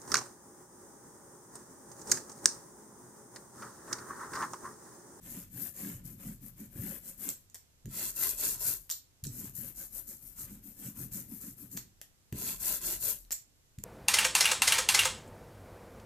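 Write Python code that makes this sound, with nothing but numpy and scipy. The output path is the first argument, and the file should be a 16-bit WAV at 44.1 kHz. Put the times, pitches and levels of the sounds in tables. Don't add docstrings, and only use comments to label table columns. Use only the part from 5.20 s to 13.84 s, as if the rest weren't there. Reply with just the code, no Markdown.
import sys
import numpy as np
from scipy import signal
from scipy.fft import rfft, irfft, next_fast_len
from scipy.io import wavfile
from scipy.ndimage import uniform_filter1d, map_coordinates

SR = 44100
rng = np.random.default_rng(int(sys.argv[2]) if len(sys.argv) > 2 else 0)


def store_pcm(level_fs):
    pcm = np.round(np.clip(level_fs, -1, 1) * 32767).astype(np.int16)
    wavfile.write(sys.argv[1], SR, np.atleast_2d(pcm).T)


N = 381024

# f/Hz, relative level per Hz/dB
AIR = [(25, -1.5), (90, 3.5), (200, -8.5), (350, -11.5), (900, -18.5), (2500, -23), (6000, -24.5),
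       (15000, -36)]
# f/Hz, likeness (-1 to 1)
AIR_ALIKE = [(60, 0.51), (240, 0.73), (950, -0.32), (3770, -0.37), (15000, -0.5)]
# way, start t/s, end t/s, early hiss level/dB, late hiss level/dB,
# rasp level over hiss/dB, rumble level/dB, centre of the rumble f/Hz
STROKES = [("push", 0.0033, 0.27, -52.5, -50, -10, -49.5, 192),
           ("pull", 0.29, 0.51, -57, -41, -11.5, -50, 155),
           ("push", 0.53, 0.82, -43, -57.5, -8, -44.5, 217),
           ("pull", 0.833, 0.97, -52, -65, -10, -48.5, 133),
           ("push", 0.97, 1.163, -53.5, -56, -8.5, -45, 164),
           ("pull", 1.2, 1.312, -61.5, -56, -12, -51, 170),
           ("push", 1.357, 1.494, -53.5, -63.5, -11.5, -52, 210),
           ("pull", 1.493, 1.804, -58, -44, -7, -41.5, 175),
           ("push", 1.8, 1.943, -56.5, -47, -14, -56.5, 210),
           ("pull", 1.963, 2.064, -61.5, -38.5, -12, -52.5, 160),
           ("push", 2.026, 2.128, -55, -41, -10.5, -48, 250),
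           ("push", 2.678, 2.921, -49, -34.5, -11, -52, 177),
           ("pull", 2.945, 3.152, -37, -36, -12, -52, 158),
           ("push", 3.16, 3.38, -33.5, -40.5, -13, -53, 176),
           ("pull", 3.383, 3.56, -38, -35, -13.5, -52, 100),
           ("push", 4.06, 4.319, -57.5, -45, -13.5, -48.5, 173),
           ("pull", 4.326, 4.53, -49, -51, -13, -49.5, 154),
           ("push", 4.538, 4.682, -48, -48, -16, -57, 170),
           ("pull", 4.693, 4.814, -62.5, -38, -17, -58, 190),
           ("push", 4.852, 4.971, -51.5, -49, -18, -55.5, 220),
           ("pull", 4.977, 5.158, -58.5, -54.5, -17.5, -64.5, 120),
           ("push", 5.149, 5.267, -51.5, -44.5, -14.5, -54.5, 160),
           ("push", 5.24, 5.413, -53, -65.5, -8.5, -48.5, 157),
           ("pull", 5.411, 5.555, -54.5, -63.5, -12, -58.5, 190),
           ("push", 5.54, 5.718, -58.5, -42.5, -14, -49, 220),
           ("pull", 5.738, 5.881, -50, -51, -12, -44.5, 180),
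           ("push", 5.906, 6.053, -43.5, -55, -12, -44.5, 194),
           ("pull", 6.06, 6.2, -58, -49.5, -13, -47, 190),
           ("push", 6.194, 6.347, -47, -58.5, -14, -51, 190),
           ("pull", 6.365, 6.493, -52.5, -61.5, -14, -52, 155),
           ("push", 6.49, 6.62, -54.5, -57, -11, -48, 190), ("push", 7.128, 7.362, -47, -36, -9, -51, 190),
           ("pull", 7.387, 7.599, -37.5, -37.5, -12.5, -51.5, 167),
           ("push", 7.593, 7.787, -38.5, -37.5, -11.5, -53.5, 190),
           ("pull", 7.786, 7.944, -40, -34, -13, -51.5, 133)]
# start t/s, end t/s
SLAB_RUNS = [(2.64, 3.66), (7.115, 8.08)]
ON_BLOCK_PAN_DB = {"push": -0.4, "pull": 5.5}
ON_SLAB_PAN_DB = {"push": -1.6, "pull": 1.5}
# t/s, hiss level/dB
GRABS = [(0.853, -62), (2.961, -49.5), (4.3515, -51), (5.918, -59), (6.2128, -56), (6.5141, -56),
         (7.4, -52)]
# f/Hz, relative level per Hz/dB
INK = [(2500, -48), (4000, -8), (6000, -4), (9000, -0.5), (12000, 5), (15000, -1)]
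# f/Hz, width/Hz, relative level/dB
BLOCK = [(350, 60, 5.5), (551, 33, 7.5), (747, 180, -3.5), (1027, 61, 2), (1230, 360, -3.5),
         (1736, 410, 1.5), (2400, 1130, -3.5), (3900, 1350, -12.5)]
# f/Hz, width/Hz, relative level/dB
SLAB = [(336, 35, 5.5), (423, 46, 5.5), (557, 35, 4.5), (616, 47, 4.5), (760, 240, -3), (1038, 53, 4),
        (1344, 87, 1), (1580, 120, 2.5), (1960, 400, -2), (2704, 235, 1), (3350, 360, -1.5),
        (4400, 450, -0.5)]
# f/Hz, likeness (-1 to 1)
ALIKE = [(60, 0.94), (180, 1), (550, 0.63), (1650, 0.48), (4970, 0.01), (15000, 0.02)]
# f/Hz, width/Hz, relative level/dB
TABLE = [(86.6, 46, -6.5), (100, 24, -2.5), (125.2, 8.3, -1), (174.4, 8.6, -2.5), (204.6, 7.2, -2),
         (233, 24.3, -2.5), (278, 13, -0.5), (344, 43, -8), (416, 50, -7.5), (570, 60, -18.5)]
# f/Hz, width/Hz, relative level/dB
SWAY = [(37.7, 7, 5.5), (53.7, 19, -8)]
# start t/s, end t/s
ROLLING = [(0, 2.12), (2.66, 3.56), (4.04, 6.68), (7.13, 7.97)]
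# t/s, level/dB
LANDINGS = [(2.65, -44), (4.04, -42), (7.126, -41.5), (8.578, -47)]
# t/s, level/dB
SWAYING = [(0.0, -65), (0.63, -71), (0.82, -59), (1.7, -63), (2.4, -77), (2.63, -82), (2.75, -64),
           (3.5, -58.5), (3.9, -86), (4.02, -85), (4.3, -70), (4.5, -58.5), (5.75, -65.5), (5.92, -60),
           (6.25, -72), (6.6, -64), (7.0, -90), (7.11, -86), (7.25, -61.5), (7.95, -53.5), (8.45, -86)]
# t/s, peak level/dB, centre of the boards that answer f/Hz
RIDGES = [(0.164, -41, 230), (0.338, -46, 124), (0.409, -42.5, 195), (0.625, -38, 221), (0.659, -36, 232),
          (0.746, -39, 102), (0.848, -39.5, 119), (1.052, -34.5, 167), (1.089, -36, 186), (1.232, -46, 229),
          (1.402, -40.5, 216), (1.59, -32.5, 96), (1.629, -37, 175), (1.689, -42, 221), (2.059, -46, 240),
          (4.074, -37.5, 129), (4.234, -43.5, 246), (4.38, -43, 131), (5.237, -43.5, 96.9),
          (5.308, -41.5, 205), (5.455, -49, 269), (5.653, -40, 132), (5.679, -39.5, 228), (5.786, -41, 132),
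          (5.809, -40.5, 127), (5.955, -38.5, 163), (6.117, -41.5, 223), (6.232, -45, 269),
          (6.271, -43, 230), (6.422, -45.5, 226), (6.549, -41, 226)]
# t/s, push level/dB, contact time/ms
THUMPS = [(1.554, 8, 2.7), (2.646, 6.5, 5.5), (2.655, 8, 2.2), (2.674, 10.5, 2.7), (4.029, 14, 7),
          (4.06, 13.5, 3), (7.124, 16.5, 2.4), (7.143, 14.5, 2.5), (8.578, 13.5, 6.2)]
# f/Hz, width/Hz, relative level/dB
BOUNCE = [(106, 100, -0.5)]
# t/s, peak level of the crack/dB, knock level over that/dB,
# ring level over that/dB, colour of the crack f/Hz
RATTLES = [(2.0895, -23.5, -30, -23, 9600), (2.1009, -37.5, -33, -14, 7000), (2.2992, -52, -22, -32, 7000),
           (2.3452, -37.5, -11, -24, 8550), (2.3489, -41.5, -6, -26, 8500),
           (2.356, -40.5, -9.5, -17.5, 5800), (2.6568, -46.5, -4, -26, 7000), (3.6944, -43, 0, -30, 6000),
           (3.7002, -25, -20, -15.5, 10000), (3.708, -32, -22, -18, 5700),
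           (3.7123, -21.5, -28, -23.5, 7400), (3.7157, -32, -35, -26, 7500),
           (3.7229, -28.5, -22, -19, 4400), (4.0391, -29, -30, -25, 10900), (4.0434, -32.5, -18, -22, 4530),
           (4.0517, -36, -13, -29, 7500), (4.0691, -31, -25, -28, 7860), (5.9184, -46, -38, -21, 9000),
           (6.569, -31, -21, -20, 4300), (6.5732, -29, -12.5, -24, 7840), (6.5755, -32, -8, -28, 12000),
           (6.8146, -35, -8, -37, 3520), (7.1259, -38, -4.5, -21, 2800), (8.0494, -50, -30, -35, 5000),
           (8.1074, -36.5, -3, -21, 4800), (8.1145, -35.5, -9.5, -24, 7000),
           (8.1188, -21.5, -35, -20, 12000), (8.1222, -23.5, -23, -25, 7240), (8.1265, -27, -15, -23, 7200),
           (8.5866, -42.5, -11.5, -30, 7200), (8.6355, -48, -20, -30, 9000),
           (8.6385, -24.5, -20, -25, 9100)]
# f/Hz, relative level/dB, time to fall 60 dB/s
FRAME = [(4400, -4.5, 0.04), (4750, -15, 0.1), (5700, -9, 0.1), (6070, -15, 0.081), (7460, -17, 0.13),
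         (7620, -11, 0.14), (7950, -14, 0.11), (9270, -11, 0.11), (10780, -14, 0.1), (12030, -2.5, 0.19),
         (12110, -3.5, 0.15), (13240, -16, 0.1), (14000, -10, 0.15)]
# f/Hz, time to fall 60 dB/s
ROOM = [(300, 0.19), (1500, 0.26), (4000, 0.29), (12000, 0.19)]
# t/s, peak level/dB
SQUEAKS = [(2.9697, -51), (7.2106, -56), (7.6366, -55), (7.8232, -54)]
# resonance f/Hz, sharpness (Q)
PORTS = [(15030, 4.7), (7490, 3.74)]

INK_PATCHY_DB, RASP_PATCHY_DB = 1.9, 3
TURN_DIP_DB, TURN_HZ, LIFT_T60_S = 10, 127, 0.47
SHUDDER_RISE_S, SHUDDER_T60_S = 0.023, 0.52
STEADY_DB = -3
JOLT_DB = -8
RIDGE_RISE_S, RIDGE_DAMPING_HZ, RIDGE_FOCUS_DB = 0.015, 12, 36
BOARDS_DB = -2
RATTLE_PAN_DB, RATTLE_SCATTER_DB = 0.5, 2.5
RATTLE_ROOM_DB = -2
SNAP = 1.6
CRACK_SHARPNESS, CRACK_PEAK_DB, RING_FOCUS_DB = 2.7, 3, 4.5
SQUEAK_HZ, SQUEAK_S = 2700, 0.012
ROLL_OFF_HZ, TOP_HZ = 14270, 15585


def amp(db):
    return 10 ** (np.asarray(db) / 20)


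def unit(x):
    return x / np.sqrt(np.mean(x ** 2) + 1e-20)


def along(points, hz):
    f, v = np.transpose(points)
    return np.interp(np.log(hz + 1), np.log(f + 1), v)


def filtered(x, response):
    m = next_fast_len(N + SR // 2)
    return irfft(rfft(x, m) * response(np.fft.rfftfreq(m, 1 / SR)), m)[..., :N]


def resonant(modes):
    def response(f):
        return sum((-1) ** k * amp(db) * 1j * f * width / (hz * hz - f * f + 1j * f * width)
                   for k, (hz, width, db) in enumerate(modes))
    return response


def paired(pair, alike):
    def shares(hz):
        turn = np.arccos(np.clip(along(alike, hz), -1, 1)) / 2
        return np.array([np.cos(turn), np.sin(turn)])
    mid, side = filtered(pair, shares)
    return np.array([mid + side, mid - side])


def wobble(rate):
    knots = rng.standard_normal(int(N * rate / SR) + 4)
    return map_coordinates(knots, [np.arange(N) * rate / SR])


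def grainy(lump_db, rate):
    return amp(lump_db * wobble(rate)) * rng.standard_normal((2, N))


def patchy(pair, patchy_db):
    z = signal.stft(pair, nperseg=1024)[2]
    field = rng.standard_normal(z.shape[1:])
    field = uniform_filter1d(field, size=3, axis=0)
    field = uniform_filter1d(field, size=7, axis=1)
    return signal.istft(z * amp(patchy_db * unit(field)), nperseg=1024)[1][:, :N]


def lingering(gain, t60, wet_db):
    keep = amp(-2 * 60 / (t60 * SR))
    tail_power = signal.lfilter([1 - keep], [1, -keep], gain ** 2)
    return np.sqrt(gain ** 2 + amp(2 * wet_db) * tail_power)


def curves(rows):
    s, *cols = np.transpose(rows)
    return [np.interp(np.arange(N) / SR, s, c) for c in cols]


def touching(runs):
    t = np.arange(N) / SR
    return sum(np.clip(np.minimum(t - a, b - t) / .004, 0, 1) for a, b in runs)


def leaning(pan_db):
    return amp(pan_db * np.array([[.5], [-.5]]))


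def quiet_air():
    noise = filtered(rng.standard_normal((2, N)), lambda hz: amp(along(AIR, hz)))
    return amp(-69) * unit(paired(noise, AIR_ALIKE))


def strokes():
    t = np.arange(N) / SR
    hiss, rasp, pace = np.zeros((2, N)), np.zeros(N), np.zeros(N)
    for way, start, end, first_db, last_db, rasp_db, *_ in STROKES:
        span = slice(round(start * SR), round(end * SR))
        done = np.clip((t[span] - start) / (end - start), 0, 1)
        speed = np.abs(np.sin(np.pi * done ** 0.98)) ** 1.066
        on_slab = any(a < start < b for a, b in SLAB_RUNS)
        pan_db = (ON_SLAB_PAN_DB if on_slab else ON_BLOCK_PAN_DB)[way]
        tear = amp(first_db + (last_db - first_db) * done) * speed
        hiss[:, span] += tear * leaning(pan_db)
        rasp[span] += tear * amp(rasp_db)
        pace[span] = np.maximum(pace[span], speed)
    for s, db in GRABS:
        hiss += amp(db - 60 * np.abs(t - s) / 0.15) * (t >= s)
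    return hiss, rasp, pace


def rasping(pops, body):
    contacts = grainy(lump_db=2.5, rate=450) * amp(1.4 * wobble(30)) + pops
    rubbed = filtered(patchy(contacts, patchy_db=RASP_PATCHY_DB), resonant(body))
    return unit(paired(rubbed, ALIKE))


def rolling(hiss, rub):
    pop_now = rng.random(N) < 330 / SR
    pops = pop_now * amp(8.5 + 2.1 * rng.standard_normal(N)) * rng.choice([-1, 1], N)
    threads = grainy(lump_db=2.2, rate=800) * amp(1.27 * wobble(40)) + pops
    threads = patchy(threads, patchy_db=INK_PATCHY_DB)
    ink = unit(filtered(threads, lambda hz: amp(along(INK, hz))))
    block, slab = rasping(pops, BLOCK), rasping(pops, SLAB)
    on_slab = touching(SLAB_RUNS)
    thin = filtered(ink, lambda hz: amp(2.0 * np.log2((hz + 1) / 9000)))
    ink = on_slab * ink + (1 - on_slab) * thin
    rasp = on_slab * slab + (1 - on_slab) * block
    return lingering(hiss, 0.27, -2.13) * ink + lingering(rub, 0.23, -1.0) * rasp


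def rumble(pace):
    t = np.arange(N) / SR
    middles = [((start + end) / 2, db, hz) for way, start, end, *_, db, hz in STROKES]
    stroke_db, stroke_hz = curves(middles)
    rolled = amp(stroke_db - TURN_DIP_DB * (1 - pace)) * touching(ROLLING)
    rolled = lingering(rolled, LIFT_T60_S, -4.5)
    shudder = sum(amp(db - 60 * np.abs(t - s) / SHUDDER_T60_S) * np.clip((t - s) / SHUDDER_RISE_S, 0, 1)
                  for s, db in LANDINGS)
    centre_hz = TURN_HZ * (stroke_hz / TURN_HZ) ** (pace * rolled / (rolled + shudder + 1e-9))

    def soft(hz):
        return hz ** 2 / (hz ** 2 + 65 ** 2) / (1 + (hz / 330) ** 4)
    shake = filtered(grainy(lump_db=1.7, rate=28), soft)
    rung = filtered(shake, lambda hz: np.array([resonant([mode])(hz) for mode in TABLE])[:, None])
    boards = sum(amp(-18 * np.log2(mode[0] / centre_hz) ** 2) * ring for mode, ring in zip(TABLE, rung))
    legs = filtered(rng.standard_normal((2, N)), resonant(SWAY))
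    sway_db, = curves(SWAYING)
    boards_gain = np.hypot(rolled, shudder) * amp(STEADY_DB)
    legs_gain = np.hypot(amp(sway_db), amp(JOLT_DB) * shudder)
    return paired(boards_gain * unit(boards) + legs_gain * unit(legs), ALIKE)


def ridges():
    out, t = np.zeros(N + SR), np.arange(SR // 4) / SR
    for s, db, centre_hz in RIDGES:
        ring = np.zeros(len(t))
        for hz, width, level in TABLE:
            strength = amp(level - RIDGE_FOCUS_DB * np.log2(hz / centre_hz) ** 2)
            fade = np.exp(-np.pi * (width + RIDGE_DAMPING_HZ) * t)
            phase = 2 * np.pi * rng.random()
            ring += strength * fade * np.sin(2 * np.pi * hz * t + phase)
        ring *= 1 - np.exp(-t / RIDGE_RISE_S)
        out[round(s * SR):][:len(t)] += amp(db) * ring / np.abs(ring).max()
    return out[:N]


def thumps():
    push = np.zeros(N + SR)
    for s, db, ms in THUMPS:
        shape = np.hanning(max(round(ms * SR / 1000), 8))
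        push[round(s * SR):][:len(shape)] -= amp(db) * shape / shape.sum()
    return filtered(push[:N], lambda hz: resonant(BOUNCE)(hz) ** 2 + amp(BOARDS_DB) * resonant(TABLE)(hz))


def room(x):
    hz, t, z = signal.stft(rng.standard_normal((2, len(x))), SR, nperseg=256)
    tail = signal.istft(z * amp(-60 * t / along(ROOM, hz)[:, None]), SR, nperseg=256)[1]
    return signal.fftconvolve(x[None], tail / np.linalg.norm(tail[0]), axes=1)[:, :len(x)]


def rattles():
    out, t = np.zeros((2, N + SR)), np.arange(SR // 4) / SR
    rise = 1 - np.exp(-t / .00015)
    for s, db, knock_db, ring_db, crack_hz in RATTLES:
        pan_db = rng.normal(RATTLE_PAN_DB, RATTLE_SCATTER_DB)
        burst = amp(-60 * t / .0055) * rng.standard_normal(len(t))
        bright = np.convolve(burst + SNAP * (t == 0), [.3, 0, -.6, 0, .3])[:len(t)]
        coloured = signal.lfilter(*signal.iirpeak(crack_hz, CRACK_SHARPNESS, SR), burst)
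        crack = 0.6 * bright + amp(CRACK_PEAK_DB) * coloured
        crack = crack / np.abs(crack).max()
        tones = np.sin(2 * np.pi * 1850 * t) + 0.37 * np.sin(2 * np.pi * 620 * t)
        knock = amp(knock_db - 60 * t / 0.006) * (tones + 2.25 * rng.standard_normal(len(t)))
        chatter = np.cumsum(0.035 * rng.standard_normal(len(t)))
        ring = np.zeros(len(t))
        for hz, level, t60 in FRAME:
            off_spot_db = RING_FOCUS_DB * np.log2(hz / crack_hz) ** 2
            mode_db = ring_db + level - off_spot_db + rng.normal(0, 2.6)
            ring += amp(mode_db - 60 * t / t60) * np.sin(2 * np.pi * hz * t + chatter)
        hit = amp(db) * (crack + rise * (knock + ring))
        start = round(s * SR)
        out[:, start:start + len(t)] += hit * leaning(pan_db) + amp(RATTLE_ROOM_DB) * room(hit)
    return out[:, :N]


def squeaks():
    out, t = np.zeros(N), np.arange(round(SQUEAK_S * SR)) / SR
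    chirp = np.sqrt(np.hanning(len(t))) * np.sin(2 * np.pi * SQUEAK_HZ * t)
    for s, db in SQUEAKS:
        out[round(s * SR):][:len(t)] += amp(db) * chirp
    return out


def scene():
    air = quiet_air()
    hiss, rub, pace = strokes()
    return air + rolling(hiss, rub) + rumble(pace) + ridges() + thumps() + rattles() + squeaks()


def ports(hz):
    return np.array([1 / (1 - (hz / c) ** 2 + 1j * hz / (c * q)) for c, q in PORTS])


def record(dry):
    picked = filtered(dry, ports) + amp(-72) * rng.standard_normal(dry.shape)

    def treble_end(hz):
        return amp(-60 * np.clip((hz - ROLL_OFF_HZ) / 250, 0, 1)) * (hz < TOP_HZ)
    return filtered(picked, treble_end)


dry = scene()
out = record(dry)
store_pcm(out)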